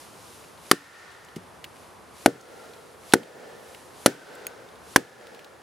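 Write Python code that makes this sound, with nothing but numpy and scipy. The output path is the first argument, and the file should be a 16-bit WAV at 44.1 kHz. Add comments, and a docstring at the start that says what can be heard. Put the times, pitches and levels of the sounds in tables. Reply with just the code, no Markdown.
"""A forest murmurs; an axe bites into a round of firewood standing on a fallen trunk, and the round is set down softly.
Axe and round are then lifted together and slammed down four times; a small piece of metal clinks before the last slam.
Each blow sums noise bursts (crack), short swells (thud, bite, snap) and dying sines (ring), and echoes from the trees.
Between blows bark and twigs tick and clothes rustle, both as coloured noise.
The blows overload the recorder, whose gain control ducks the forest and lets it swell back."""
import sys
import numpy as np
from scipy import signal
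from scipy.fft import rfft, irfft
from scipy.io import wavfile

SR = 44100
rng = np.random.default_rng(int(sys.argv[2]) if len(sys.argv) > 2 else 0)


def bounce(signal):
    """Save signal as a 16-bit WAV file at the path given by the first command-line argument."""
    frames = np.transpose(np.atleast_2d(signal))
    limited = np.clip(frames, -1, 1)
    pcm = np.round(limited * 32767).astype(np.int16)
    wavfile.write(sys.argv[1], SR, pcm)


N = 247842
TIME = np.arange(N) / SR   # s

# The blows of axe and round. Each row: start in seconds, crack level in dB, crack length in seconds,
# thud level in dB, bite level in dB, bite pitch in Hz, snap level in dB, snap pitch in Hz,
# pitch of the ring in the echo in Hz.
BLOW_EVENTS = [(0.7135, -4.5, 0.0029, -17.5, -5, 1223, -10, 4660, 1820),
               (2.26, -6, 0.0013, -1, 3, 686, -6.5, 1585, 1373),
               (3.1362, -5.5, 0.0033, 1, 1, 757, -9, 3630, 1770),
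               (4.0605, -3.5, 0.004, -1, -8, 550, -8.5, 1420, 1527),
               (4.9606, -4.5, 0.0037, -1, -1, 1055, -0.5, 1620, 1703)]
# Spectrum of loose splinters and scuffed bark. Each row: frequency in Hz, relative level in dB per Hz.
SPLINTER_SPECTRUM = [(80, -35), (300, -11), (1000, -29), (1900, -3), (3000, -5.5), (5500, -7), (9000, -8.5),
                     (15000, -21)]
# Spectrum of the shuddering trunk. Each row: frequency in Hz, relative level in dB per Hz.
SHUDDER_SPECTRUM = [(45, -29), (90, -14), (140, -0.5), (280, 3), (420, -4), (600, -14.5), (1200, -39),
                    (3000, -60.5)]
# Spectrum of hissing clothes, also of the clink's tick. Each row: frequency in Hz, relative level in dB per Hz.
CLOTH_SPECTRUM = [(100, -35), (1500, -1), (3000, -0.5), (6000, -2), (8000, -3.5), (10500, -1), (13000, -10),
                  (15000, -15), (15800, -31)]

# ring of the wood after a thud of 0 dB; dB gained per dB of thud
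RING_DB, RING_FOLLOWS = 2.5, 0.73


def from_db(db):
    """Level to amplitude: 20 dB is a factor of ten."""
    return 10 ** (np.asarray(db) / 20)


def rms_one(x):
    """Normalize the mean power to one."""
    return x / np.sqrt(np.mean(x ** 2) + 1e-20)


def at_hz(points, hz):
    """Interpolate a table on a logarithmic frequency axis."""
    table_hz, value = np.transpose(points)
    return np.interp(np.log(hz + 1), np.log(table_hz), value)


def noise(spectrum, alike=None, size=N):
    """Coloured stereo noise of rms 1: independent mid and side parts, weighted to set the correlation of the channels."""
    # Default for a diffuse field. Each row: frequency in Hz, left-right correlation from 0 to 1.
    likeness = [(60, 0.86), (200, 0.48), (600, 0.56), (1650, 0.58), (5000, 0.84), (15000, 0.81)]
    hz = np.arange(size // 2 + 1) * SR / size
    correlation = np.clip(at_hz(likeness, hz) if alike is None else alike, 0, 1)
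    mid, side = rfft(rng.standard_normal((2, size))) * from_db(at_hz(spectrum, hz))
    opposed = side * [[1], [-1]]
    stereo = np.sqrt(1 + correlation) * mid + np.sqrt(1 - correlation) * opposed
    return rms_one(irfft(stereo, size))


def add(out, s, sound):
    """Superpose a sound from time s onwards."""
    at = round(s * SR)
    out[:, at:at + sound.shape[-1]] += sound[..., :N - at]


def high_pass(x, hz):
    """Second-order Butterworth filter that removes the bass."""
    return signal.sosfilt(signal.butter(2, hz, "high", fs=SR, output="sos"), x)


def ring(hz, t60):
    """A struck mode: a sine under exponential decay, kept for half a second."""
    t = TIME[:SR // 2]
    return np.sin(2 * np.pi * hz * t) * from_db(-60 * t / t60)


def burst(spectrum, length, t60, alike):
    """Friction or fracture noise: steady for its length, then an exponential decay; kept for 0.19 s."""
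    t = TIME[:8192]
    decay = from_db(-60 * np.maximum(t - length, 0) / t60)
    return noise(spectrum, alike, size=len(t)) * decay


def swell(hz, rise):
    """A blunt, heavily damped contact: an oscillation that builds up over the rise time and soon dies."""
    t = TIME[:SR // 2]
    return np.sin(2 * np.pi * hz * t) * t / rise * np.exp(1 - t / rise)


def envelope(t, attack, hold, t60):
    """Silent before t = 0, then a straight rise, a hold and an exponential decay."""
    return np.clip(t / attack, 0, 1) * from_db(-60 * np.maximum(t - attack - hold, 0) / t60)


def forest(level_db=-49):
    """A diffuse sound field: steady noise that is only partly alike in the two channels."""
    # The murmur. Each row: frequency in Hz, relative level in dB per Hz.
    murmur = [(15, -40), (25, -29), (71, 2), (256, 1), (299, 0.5), (350, 3), (510, 3), (545, 2), (727, 1.5),
              (1080, 2), (1890, -8), (5000, -23), (6500, -57.5), (11000, -120)]
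    return from_db(level_db) * noise(murmur)


def clothes(rest_db=-61, low_cut_hz=1500):
    """Friction of cloth: a hiss whose power adds up over every swing of the arms and shift of weight."""
    # The body shifts its weight. Each row: time of the peak in seconds, level in dB, half length in seconds.
    weight_shifts = [(0, -49.5, 0.058), (0.308, -51.5, 0.14), (1.82, -57.5, 0.066), (2.617, -52, 0.19),
                     (3.716, -51, 0.11)]
    # the arms speed up into each blow, then the cloth settles
    swing_db, swing_rise_s, swing_hold_s, swing_t60_s = -50, 0.12, 0.039, 3
    power = from_db(rest_db) ** 2
    for s, *_ in BLOW_EVENTS:
        since_start = TIME - s + swing_rise_s + swing_hold_s
        swing = from_db(swing_db) * envelope(since_start, swing_rise_s, swing_hold_s, swing_t60_s)
        power = power + swing ** 2
    for s, db, half in weight_shifts:
        shift = from_db(db) / (1 + ((TIME - s) / half) ** 2 / 2)
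        power = power + shift ** 2
    return np.sqrt(power) * high_pass(noise(CLOTH_SPECTRUM), low_cut_hz)


def twigs(snap_s=0.0016, skirt_db=-20, top_db=-14):
    """Brittle fracture: short dry snaps of bark and twigs, each around its own pitch, plus faint random ticks."""
    # Clear snaps of bark and twigs. Each row: start in seconds, level in dB, centre frequency in Hz.
    snaps = list([(1.115, -49, 7700), (1.247, -47, 7050), (1.6419, -33, 2770), (1.648, -44, 2700),
                  (2.41, -42, 6000), (2.735, -43, 3950), (3.123, -31, 3500), (3.232, -37, 2950),
                  (3.747, -39.5, 2650), (4.352, -42, 9300), (5.269, -38, 3220), (5.347, -37.5, 3150),
                  (5.392, -40, 2840), (5.445, -40.5, 4000)])
    faint_per_s, faint_db, faint_spread_db, faint_hz = 4, -52, 3, 3160
    out = np.zeros((2, N))
    chance = rng.random((64, 3))
    waits = -np.log(1 - chance[:, 0]) / faint_per_s
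    for s, (_, loudness, pitch) in zip(np.cumsum(waits), chance):
        if s < TIME[-1]:
            db = faint_db + faint_spread_db * (2 * loudness - 1)
            snaps.append((s, db, faint_hz * 2 ** (pitch - 0.5)))   # within half an octave
    for s, db, hz in snaps:
        colour = [(hz / 5, skirt_db), (hz, 0), (2 * hz, top_db), (4 * hz, skirt_db)]
        add(out, s, from_db(db) * burst(colour, snap_s, t60=0.024, alike=0.86))
    return out


def clinks(tick_db=-5):
    """Modal vibration of a small piece of metal: a hard tick excites a short bright ring."""
    # Each row: start in seconds, level in dB.
    clink_events = [(4.4678, -20)]
    # Modes of the metal. Each row: frequency in Hz, level relative to the clink in dB, 60 dB decay time in seconds.
    metal_modes = [(2500, -2.5, 0.012), (6650, -8, 0.043), (9740, 1, 0.0071), (11700, 0.5, 0.025),
                   (14200, -7, .013)]
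    out = np.zeros((2, N))
    for s, db in clink_events:
        add(out, s, from_db(db + tick_db) * burst(CLOTH_SPECTRUM, length=0.00094, t60=0.0088, alike=0.92))
        for hz, mode_db, t60 in metal_modes:
            add(out, s, from_db(db + mode_db) * ring(hz, t60))
    return out


def bumps(scuff_lead=0.0048, low_mode_db=-19.5, shudder_db=-8, shudder_t60=0.095):
    """Friction, then impact: bark scuffs on bark, the weight lands and the trunk shudders."""
    # The round is set down softly. Each row: landing time in seconds, thud level in dB, scuff level in dB.
    landings = [(1.3649, -27, -41)]
    out = np.zeros((2, N))
    for s, thud_db, scuff_db in landings:
        scuff = burst(SPLINTER_SPECTRUM, length=0.0028, t60=0.046, alike=0.86)
        low_modes = swell(hz=178, rise=0.015) + 0.61 * swell(hz=97, rise=0.022)   # they build up slowly
        shudder = burst(SHUDDER_SPECTRUM, length=0.0042, t60=shudder_t60, alike=0.93)
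        add(out, s - scuff_lead, from_db(scuff_db) * scuff)
        add(out, s, from_db(thud_db) * swell(hz=326, rise=0.0016))
        add(out, s, from_db(thud_db + low_mode_db) * low_modes)
        add(out, s, from_db(thud_db + shudder_db) * shudder)
    return out


def scatter(t, near_db, near_t60, wash_db, wash_t60, far_delay, far_attack, far_hold, far_t60):
    """Powers add in scattering: a splash from undergrowth, a wash from trees around, a late return from a distant stand."""
    near = from_db(near_db - 60 * t / near_t60)
    wash = from_db(wash_db - 60 * t / wash_t60)
    far = envelope(t - far_delay, far_attack, far_hold, far_t60)
    return np.sqrt(near ** 2 + wash ** 2 + far ** 2)


def far_trees(peak_db=-5, peak_width=0.066):
    """Multiple scattering: countless trunks turn each blow into a wash of noise that keeps the wood's ring."""
    # Low part of the echo. Each row: frequency in Hz, relative level in dB per Hz.
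    low_colour = [(70, -22), (150, -12), (300, -9.5), (400, -2.5), (480, 1.5), (620, -5), (900, -9.5),
                  (1500, -41)]
    # Bright part of the echo. Each row: frequency in Hz, relative level in dB per Hz.
    bright_colour = [(400, -39), (800, -2.5), (1100, -6), (1400, 4), (1600, -2), (1850, -1), (2400, -7.5),
                     (5000, -12.5), (9000, -20.5), (15000, -38)]
    low_echo_db, bright_echo_db = -42.5, -41   # relative to the wood's ring and to the crack
    out = np.zeros((2, N))
    t = TIME[:SR * 6 // 5]
    low_shape = scatter(t, near_db=22.5, near_t60=0.14, wash_db=3.5, wash_t60=1.9,
                        far_delay=0.19, far_attack=0.034, far_hold=0.15, far_t60=1.47)
    bright_shape = scatter(t, near_db=18, near_t60=0.21, wash_db=6.5, wash_t60=1.66,
                           far_delay=0.14, far_attack=0.12, far_hold=0.12, far_t60=1.32)
    for s, crack_db, _, thud_db, *_, hz in BLOW_EVENTS:
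        peak = [(hz / 2, -50), (hz / (1 + peak_width), -15), (hz, 0), (hz * (1 + peak_width), -15), (2 * hz, -50)]
        low = noise(low_colour, size=len(t))
        bright = noise(bright_colour, size=len(t)) + from_db(peak_db) * noise(peak, size=len(t))
        wood_db = RING_DB + RING_FOLLOWS * thud_db
        add(out, s, from_db(low_echo_db + wood_db) * low_shape * low)
        add(out, s, from_db(bright_echo_db + crack_db) * bright_shape * bright)
    return out


def trunks(x, bark_hz=510):
    """Discrete reflection: rough bark throws back only the low knock, louder on one side or the other."""
    # Nearby trunks. Each row: delay in seconds, mean level of the two sides in dB.
    reflections = [(.0168, -3), (.028, -15.5), (.043, -31)]
    dull = signal.sosfilt(signal.butter(4, bark_hz, fs=SR, output="sos"), x + 1e-18)
    out = np.zeros((2, N))
    for k, (delay, db) in enumerate(reflections):
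        side_db = (-1) ** k * np.array([[1.5], [-1.5]])
        add(out, delay, from_db(db + side_db) * dull)
    return out


def blows(thud_hz=317, thud_rise=0.0018, bite_rise=0.0011, snap_rise=0.0011, crack_t60=0.025,
          splinter_t60=0.22, shudder_db=-27, shudder_t60=0.31, low_cut_hz=110):
    """Impact excitation: fibres crack, trunk thuds, blade bites and snaps; then wood modes ring and splinters fizz."""
    # Tearing fibres. Each row: frequency in Hz, relative level in dB per Hz.
    fibres = [(50, -27), (150, -3), (400, 5), (900, 2), (1600, 4), (2400, -4), (3400, -5.5), (5000, -4),
              (7500, -8.5), (10500, -4.5), (13000, -13.5), (16000, -31)]
    # The round with the axe in it. Each row: mode frequency in Hz, level relative to the ring in dB,
    # 60 dB decay time in seconds.
    wood_modes = [(128.6, -34, 0.44), (170, -33, 0.33), (397, -14.5, 0.15), (470, -17.5, 0.15),
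                  (583, -24, 0.031), (810, -35, 0.026), (1485, -18.5, 0.072), (1766, -34, 0.2),
                  (3257, -13, 0.023), (4130, -32, 0.018)]
    # The whole round sways against the trunk. One row: frequency in Hz, level in dB, 60 dB decay time in seconds.
    hum_hz, hum_db, hum_t60 = (287, -26, 0.26)
    # fizz after a crack of 0 dB; dB gained per dB of crack
    fizz_db, fizz_follows = -17, 2.5
    hits, tails = np.zeros((2, 2, N))
    for s, crack_db, length, thud_db, bite_db, bite_hz, snap_db, snap_hz, _ in BLOW_EVENTS:
        add(hits, s, from_db(crack_db) * burst(fibres, length, crack_t60, alike=0.95))
        add(hits, s, from_db(thud_db) * swell(thud_hz, thud_rise))
        add(hits, s, from_db(bite_db) * swell(bite_hz, bite_rise))
        add(hits, s, from_db(snap_db) * swell(snap_hz, snap_rise))

        ring_db = RING_DB + RING_FOLLOWS * thud_db
        splinter_db = fizz_db + fizz_follows * crack_db
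        add(tails, s, from_db(splinter_db) * burst(SPLINTER_SPECTRUM, 0, splinter_t60, alike=0.48))
        add(tails, s, from_db(ring_db + shudder_db) * burst(SHUDDER_SPECTRUM, 0, shudder_t60, alike=0.98))
        add(tails, s, from_db(hum_db) * ring(hum_hz, hum_t60))
        for hz, db, t60 in wood_modes:
            side_db = rng.normal(0, 4.7, (2, 1))   # each mode radiates more to one side
            add(tails, s, from_db(db + ring_db + side_db) * ring(hz, t60))
    # the blows carry little bass below the thud
    return high_pass(hits + tails + trunks(hits) + 1e-18, low_cut_hz)


def scene():
    """Superposition of everything heard from beside the trunk."""
    return forest() + clothes() + twigs() + clinks() + bumps() + far_trees() + blows()


def gain_control(x, threshold_db=-3, release_db_per_s=14, attack_s=0.0061):
    """Peak limiting with memory: loud peaks pull the gain down within milliseconds; it creeps back up."""
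    level_db = 20 * np.log10(np.abs(x).max(axis=0) + 1e-9)
    over_db = np.maximum(level_db - threshold_db, 0)
    # the reduction holds each peak and falls from it at the release rate
    fall_db = release_db_per_s * TIME
    held_db = np.maximum.accumulate(over_db + fall_db) - fall_db
    r = np.exp(-1 / (attack_s * SR))
    reduction_db = signal.lfilter([1 - r], [1, -r], held_db)
    return x * from_db(-reduction_db)


def record(dry, rumble_hz=45, cutoff_hz=15900):
    """Gain control, soft saturation towards full scale, then band limiting of the rumble and the top."""
    x = gain_control(dry)
    clipped = x / (1 + x ** 6) ** (1 / 6)
    clipped = high_pass(clipped, rumble_hz)
    return signal.sosfilt(signal.ellip(10, 0.2, 85, cutoff_hz, fs=SR, output="sos"), clipped)


dry = scene()
out = record(dry)
bounce(out)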